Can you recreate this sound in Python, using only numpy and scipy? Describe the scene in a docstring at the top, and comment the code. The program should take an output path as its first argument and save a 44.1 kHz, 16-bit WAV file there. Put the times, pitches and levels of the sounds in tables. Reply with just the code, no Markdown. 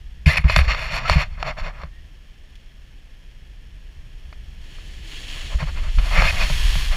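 """Storm surf washes over a walkway, then a wave bursts on the sea wall and its spray rains down.
The water is thousands of tiny splashes, heard through a small camera's waterproof plastic case.
Early on, a hand rubs, squeaks, bumps and knocks on the case; later a few single drops tick on it.
As the wave bursts, the handling returns and a low rumble of buffeting air grows."""
import sys
import numpy as np
from scipy import signal
from scipy.fft import rfft, irfft
from scipy.io import wavfile
from scipy.ndimage import uniform_filter1d

SR = 44100
rng = np.random.default_rng(int(sys.argv[2]) if len(sys.argv) > 2 else 0)


def store_pcm(level_fs):
    """Save levels as 16-bit WAV."""
    pcm = np.round(np.clip(level_fs, -1, 1) * 32767).astype(np.int16)
    wavfile.write(sys.argv[1], SR, np.atleast_2d(pcm).T)


N = 306932


def from_db(db):
    """Turn decibels into a number to multiply by."""
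    return 10 ** (np.asarray(db) / 20)


def rms_one(x):
    """Scale a signal so that its average strength (rms) is 1."""
    return x / np.sqrt(np.mean(x ** 2) + 1e-20)


def cut(x, hz, kind, order=2):
    """Keep the "low" part, the "high" part or one "band" of a sound."""
    return signal.sosfilt(signal.butter(order, hz, kind, fs=SR, output="sos"), x)


def drift(rate):
    """A smooth random wander of size about 1 that turns about `rate` times a second."""
    pole = np.exp(-40 * np.pi * rate / SR)
    noise = rng.standard_normal(N // 20 + 2002)   # one value per 20 samples, plus a run-in
    slow = signal.lfilter([1], [1, -2 * pole, pole * pole], noise)[2000:]
    return np.interp(np.arange(N) / 20, np.arange(len(slow)), rms_one(slow))


def coloured(x, spectrum, modes=(), size=4096):
    """Shape a sound with a broad tone curve (f/Hz, level/dB) plus narrow peaks and dips."""
    hz = np.maximum(np.arange(size // 2 + 1) * SR / size, 1)
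    points = np.array(spectrum)
    db = np.interp(np.log(hz), np.log(points[:, 0]), points[:, 1])
    db += sum(height / (1 + (2 * (hz - centre) / width) ** 2) for centre, width, height in modes)
    cepstrum = irfft(np.log(from_db(db)))   # used to make the filter ring only after a hit
    response = irfft(np.exp(rfft(2 * cepstrum[:size // 2], size) - cepstrum[0]))
    return signal.fftconvolve(x, response / np.linalg.norm(response))[:N]


def grains(per_s, spread_db):
    """Tiny random hits of uneven size."""
    sizes = from_db(spread_db * np.clip(rng.standard_normal(N), -2, 2)) * rng.choice([-1, 1], N)
    return rms_one(sizes * (rng.random(N) < per_s / SR))


def add(track, start, sound):
    """Lay a sound into a track, `start` seconds in."""
    at = int(start * SR)
    track[at:at + len(sound)] += sound[:N - at]


def churned(x, depth_db, rate):
    """Each octave swells and sinks by itself as the water tumbles."""
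    out = 0
    for edge_hz in 150 * 2 ** np.arange(7):
        low = signal.sosfiltfilt(signal.butter(2, edge_hz, fs=SR, output="sos"), x)
        out += low * from_db(depth_db * drift(rate))
        x = x - low
    return rms_one(out + x)


def swell(start, rise_s, hold_s, fall_db_per_s):
    """The loudness of one rush of water: it rises, holds and dies away."""
    t = np.arange(N) / SR - start
    return np.clip(t / rise_s, 0, 1) * from_db(-fall_db_per_s * np.maximum(t - rise_s - hold_s, 0))


# Tone curves of the flowing water, the bursting wave and the spray: f/Hz, level/dB
WASH_TONE = [(100, 13.5), (200, 5), (300, 0.5), (500, -4), (900, -8.5), (1450, -9.5), (1750, -4.5),
             (2300, -4.5), (3250, -2), (3750, -11.5), (5500, -11.5), (7500, -21), (13000, -26.5),
             (15500, -27)]
BURST_TONE = [(100, -18.5), (300, -5.5), (600, -12.5), (1300, -18.5), (1800, -7), (3100, 0.5), (3800, -8),
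              (4500, -7), (5000, -12.5), (7200, -14.5), (8300, -22.5), (10200, -22), (11500, -39),
              (15500, -28)]
SPRAY_TONE = [(100, -19), (350, -16.5), (600, -14.5), (1050, -6.5), (1400, -10), (1800, -5.5), (3250, 0.5),
              (3800, -6.5), (4500, -5), (5000, -7.5), (6700, -12.5), (7800, -18), (10300, -18),
              (15500, -27.5)]
# Peaks and dips that outside sound gets from the case's walls: f/Hz, width/Hz, level/dB
CASE_WALL_PEAKS = [(1727, 190, 5), (3280, 130, 2), (4394, 300, 2), (4930, 325, -4), (5350, 340, 2),
                   (6020, 280, -4.5), (6660, 306, 3.5), (10150, 760, 2)]
# The wave runs up, bursts and rains down: t/s, rise/s, hold/s, burst level/dB, spray level/dB
WAVE_RUSHES = [(4.565, 0.14, 0.81, -49, -57), (5.01, 0.11, 0.08, -41, -47),
               (5.255, 0.033, 0.11, -38.5, -47), (5.398, 0.39, 0.2, -47, -51),
               (5.88, 0.31, 0.08, -38, -33.5), (6.185, 0.32, 0.3, -39.5, -30.5)]

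def surf():
    """Water fizzes over the walkway; the bursting wave and its spray are swarms of drops."""
    surge = np.clip((np.arange(N) / SR - 3.65) / 2.03, 0, 1)   # the flow swells as the wave comes in
    wash_gain = from_db(-52 + 7.5 * surge)
    burst_power = spray_power = 0
    for start, rise_s, hold_s, burst_db, spray_db in WAVE_RUSHES:
        burst_power += (from_db(burst_db) * swell(start, rise_s, hold_s, fall_db_per_s=33)) ** 2
        spray_power += (from_db(spray_db) * swell(start, rise_s, hold_s, fall_db_per_s=37)) ** 2
    wash = coloured(grains(per_s=6000, spread_db=0.5), WASH_TONE, CASE_WALL_PEAKS)
    wash = wash_gain * churned(wash, depth_db=0.5, rate=20)
    burst = coloured(grains(per_s=7000, spread_db=2), BURST_TONE, CASE_WALL_PEAKS)
    burst = np.sqrt(burst_power) * churned(burst, depth_db=1.9, rate=25)
    spray = coloured(grains(per_s=12000, spread_db=5), SPRAY_TONE, CASE_WALL_PEAKS)
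    spray = np.sqrt(spray_power) * churned(spray, depth_db=0.4, rate=23)
    return cut(wash + burst + spray, 90, "high")


# The rumble, stronger the more the case is moved: t/s, level/dB
BUFFET_LEVELS = [(0, -34.5), (.27, -36), (.55, -20.5), (.85, -30), (1.2, -27), (2.2, -42), (3.2, -41),
                 (4.2, -36), (5.2, -34), (5.9, -19), (6.25, -18), (6.96, -17.5)]

def buffeting(even_out_s=0.13):
    """Air and arm movement sway the case: a lumpy rumble, mostly below 80 Hz."""
    tone = [(10, -16), (20, 3), (35, 0), (66, -7), (94, -20), (130, -19.5), (220, -36),
            (320, -61.5), (700, -87), (2000, -120)]   # f/Hz, level/dB
    sway = coloured(rng.standard_normal(N), tone, size=16384)
    sway /= np.sqrt(uniform_filter1d(sway ** 2, int(even_out_s * SR)) + 1e-6)
    times, levels = np.transpose(BUFFET_LEVELS)
    level_db = np.interp(np.arange(N) / SR, times, levels)
    wide = np.clip((level_db + 31.5) / 16, 0, 1)   # wide swings are slower, so deeper
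    deep = rms_one(signal.sosfiltfilt(signal.butter(1, 70, fs=SR, output="sos"), sway))
    return from_db(level_db) * (wide * deep + (1 - wide) * sway)


# Strokes of the hand: t/s, length/s, drag level/dB, bite/dB (how far the squeak tops the drag)
HAND_STROKES = [(0.259, 0.085, -30, 11.5), (0.326, 0.045, -29.5, 5), (0.369, 0.016, -27, 13.5),
                (0.38, 0.032, -41, -7), (0.435, 0.056, -35.5, -1.5), (0.478, 0.088, -35, 12),
                (0.556, 0.065, -33, 12), (0.606, 0.075, -36, 4), (0.673, 0.072, -29, 5.5),
                (0.731, 0.18, -35.5, 6), (0.899, 0.1, -30.5, 7), (0.98, 0.1, -33.5, -0.5),
                (1.048, 0.14, -29.5, 6), (1.169, 0.076, -28, 5), (1.295, 0.085, -52, 1.5),
                (1.371, 0.08, -39, -2), (1.438, 0.093, -29, -0.7), (1.565, 0.057, -33, 0),
                (1.611, 0.11, -35.5, -0.7), (1.708, 0.18, -45.5, -4.5), (5.272, 0.21, -49.5, 0),
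                (5.495, 0.072, -40, -4), (5.584, 0.062, -32.5, 0), (5.665, 0.043, -39, 1.5),
                (5.742, 0.072, -41, -1), (5.81, 0.092, -42, -0.5), (6.008, 0.098, -38.5, 1.5),
                (6.104, 0.18, -23.5, 1), (6.243, 0.071, -29.5, 9.5), (6.321, 0.047, -33.5, 0),
                (6.365, 0.11, -30.5, 5.5), (6.908, 0.06, -35, 3)]

def stroke_gains(linger_db=-22, linger_s=0.012):
    """How strong drag, squeak and grit are as each stroke speeds up, slows and briefly lingers."""
    power = np.zeros((3, N))
    for start, length_s, drag_db, bite_db in HAND_STROKES:
        arch = 0.76 / 2 ** (max(bite_db, 0) / 6)   # more bite, more sudden start and stop
        speed = np.abs(np.sin(np.linspace(0, np.pi, int(length_s * SR)))) ** arch
        squeak = from_db(bite_db) * speed
        grit = from_db(min(bite_db - 7, 2.5)) * speed ** 1.73   # grit needs both bite and speed
        for track, gain in zip(power, (speed, squeak, grit)):
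            add(track, start, (from_db(drag_db) * gain) ** 2)
    fade = np.exp(-1 / (linger_s * SR))
    lingering = signal.lfilter([1 - fade], [1, -fade], power + 1e-18)
    return np.sqrt(power + from_db(linger_db) * lingering)


# Tone curve of the case when touched: f/Hz, level/dB
CASE_TONE = [(100, 4.5), (200, -24), (330, -21), (580, -4), (850, -1.5), (1200, 0), (1550, -4.5), (2400, 0),
             (3300, -13), (5500, -17), (7000, -16.5), (8200, -35.5), (11500, -36.5), (13200, -39.5),
             (15500, -54)]
# Pitches at which the case rings, and the dips between them: f/Hz, width/Hz, level/dB
CASE_RINGS = [(623, 170, 5), (833, 120, -5.5), (1820, 200, -1), (2126, 72, 7), (2490, 81, 5.5),
              (3520, 134, 9), (4010, 170, -12), (4330, 830, 14.5), (4940, 190, -19), (5410, 820, 7.5),
              (6320, 450, -13), (7950, 220, -13), (8450, 140, 9.5), (9270, 500, -0.5), (10100, 560, 7.5),
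              (11370, 330, 6.5)]

def rubbing():
    """Many tiny slips ring the case: a dull drag, a squeak, and grit and rasp from a firm grip."""
    drag, squeak, grit = stroke_gains()
    firmness = np.clip(grit / drag, 0, 1)
    slips = grains(per_s=4500, spread_db=-1) * from_db(0.83 * drift(38))
    slips += from_db(-12) * grains(per_s=64, spread_db=-2)   # skin or cloth catches with a tick
    shell = coloured(slips, CASE_TONE, CASE_RINGS)
    low = rms_one(cut(cut(shell, 1650, "low", order=5), 116, "high")) * from_db(drift(23.9) - 0.56)
    middle = rms_one(cut(shell, [1650, 2900], "band", order=4)) * from_db(1.5 * drift(30) - 3)
    high = rms_one(cut(shell, 2720, "high", order=4)) * from_db(drift(7.9) - 1)
    air = cut(rng.standard_normal(N), [AIR_BOOM_HZ - 30, AIR_BOOM_HZ + 30], "band")
    boom = from_db(-9) * rms_one(air)
    rasp_tone = [(5000, -36.5), (8000, -2), (10000, 4), (11600, 0), (13000, -3.5), (15500, -15.5)]
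    rasp = rms_one(coloured(slips, rasp_tone, CASE_RINGS)) * from_db(3 * drift(35) - 27)
    return drag * (low + boom) + squeak * (middle + firmness ** 2 * rasp) + grit * high


# Slips of the grip: t/s, length/s, first f/Hz, last f/Hz, level/dB
GRIP_SQUEAKS = [(.259, 0.0065, 2400, 2530, -14.5), (0.279, 0.035, 1714, 1876, -20),
                (0.301, 0.022, 1973, 2110, -17), (.37, 0.014, 2577, 2470, -16.5),
                (.482, 0.024, 2535, 2510, -24), (.684, .034, 1043, 1330, -24.5),
                (1.044, 0.038, 1264, 1415, -24), (1.9, .14, 1820, 1900, -55),
                (6.187, 0.025, 2205, 2265, -17), (6.272, 0.032, 2487, 2590, -17),
                (6.39, 0.04, 2480, 2510, -23)]

def squeaks(roughness=0.16, overtone_db=-17):
    """The hand sticks and slips so quickly that it makes a short, rough, gliding tone."""
    out = np.zeros(N)
    for start, length_s, from_hz, to_hz, db in GRIP_SQUEAKS:
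        n = int(length_s * SR)
        noises = rng.standard_normal((2, SR // 5))
        wobble, shake = [rms_one(cut(noise, 257, "low")[-n:]) for noise in noises]
        hz = np.linspace(from_hz, to_hz, n) * (1 + 0.025 * wobble)
        phase = 2 * np.pi * np.cumsum(hz) / SR
        tone = np.sin(phase) + from_db(overtone_db) * np.sin(2 * phase)
        arch = np.sin(np.linspace(0, np.pi, n))
        add(out, start, from_db(db) * tone * (1 + roughness * shake) * arch)
    return out


AIR_BOOM_HZ, AIR_BOOM_FADE_S = 143.5, 0.089   # the air sealed inside: pitch, time to fade by 60 dB
# Soft shoves on the case: t/s, level/dB, rocking f/Hz, boom level/dB (relative to the rocking)
SHOVES = [(.263, 4, 72.3, -2.5), (0.385, -9, 62.6, -7), (0.443, 3, 61.6, -9), (0.564, -9, 82, 2),
          (0.58, 0.5, 64.5, -34), (.609, -4, 64.6, -33), (0.673, -5, 49.5, -33), (1.104, -4.5, 64.3, -9),
          (1.156, 0, 64.6, -3), (1.61, -12.5, 27.6, -16), (1.837, -21, 89, -3), (5.546, -7.5, 52, -16.5),
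          (5.622, -23, 87, 11.5), (5.972, -1.5, 37.3, -17), (6.177, -1, 33.6, -8), (6.499, -19.5, 80.6, 4),
          (6.646, -4.5, 30, -23), (6.754, -14, 82, -3)]

def thumps(rise_s=0.0032, rock_swings=7):
    """A shove sets the case rocking and the air sealed in it booming."""
    out, t = np.zeros(N), np.arange(SR // 2) / SR
    for start, db, hz, boom_db in SHOVES:
        rocking = np.sin(2 * np.pi * hz * t) * from_db(-60 * t * hz / rock_swings)
        boom = np.sin(2 * np.pi * AIR_BOOM_HZ * t) * from_db(boom_db - 60 * t / AIR_BOOM_FADE_S)
        add(out, start, from_db(db) * (rocking + boom) * (1 - np.exp(-t / rise_s)))
    return cut(out, 198, "low", order=4)


# Sharp knocks on the case: t/s, relative level/dB, dull above f/Hz, crunch fade/s
CASE_KNOCKS = [(0.292, -21, 900, 0.02), (0.4423, -28, 2300, 0.0089), (.498, -9.5, 1580, 0.015),
               (0.5626, -2, 6340, 0.0073), (.589, -11, 3500, 0.018), (0.747, -18, 2000, 0.006),
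               (1.0974, -5, 1700, 0.004), (1.116, -22, 9000, .008), (1.428, -14.5, 1670, 0.0063),
               (1.817, -33.5, 3030, 0.019), (1.835, -24.5, 680, 0.0091), (4.327, -35, 1500, 0.011),
               (4.785, -42, 900, 0.011), (5.985, -21, 2200, 0.034), (6.221, -12, 1400, 0.019),
               (6.499, -21.5, 800, 0.023), (6.755, -25, 1500, 0.01)]

def knocks(crunch_db=-15, crack_db=-24, boost_db=14):
    """A hard tap and a short crunch after it ring the case; a thin crack comes straight through."""
    force, t = np.zeros(N), np.arange(SR // 10) / SR
    for start, db, dull_hz, fade_s in CASE_KNOCKS:
        contact = from_db(crunch_db) * rng.standard_normal(len(t)) * np.exp(-np.e * t / fade_s)
        contact[0] = 1   # the tap itself
        contact = cut(contact, dull_hz, "low", order=1)
        add(force, start, from_db(db + boost_db) * contact / np.linalg.norm(contact))
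    crack = from_db(crack_db) * cut(force, [7000, 12500], "band")
    return coloured(force, CASE_TONE, CASE_RINGS) + crack


# Single drops of water: t/s, level/dB
WATER_DROPS = [(2.555, -46.5), (2.661, -60), (3.312, -53)]

def drops(splash_s=0.0067):
    """A drop lands on the case with a tiny bright splash."""
    out, t = np.zeros(N), np.arange(SR // 20) / SR
    for start, db in WATER_DROPS:
        add(out, start, from_db(db) * rng.standard_normal(len(t)) * np.exp(-t / splash_s))
    splash_tone = [(500, -25), (1500, -10), (2800, 7), (6000, -7), (8000, -14), (15000, -25)]
    return coloured(out, splash_tone, CASE_WALL_PEAKS)


def scene():
    """Water outside and handling on the case itself, mixed into one channel."""
    return (surf() + drops() + rubbing() + squeaks() + knocks() + thumps() + buffeting())[None]


def record(dry):
    """Block the slowest sway, round off the tallest peaks and cut the highest treble."""
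    dry = cut(dry, 6, "high", order=1)
    rounded = dry / (1 + dry ** 6) ** (1 / 6)
    return signal.sosfilt(signal.ellip(10, 0.1, 80, 15400, fs=SR, output="sos"), rounded)


dry = scene()
out = record(dry)
store_pcm(out)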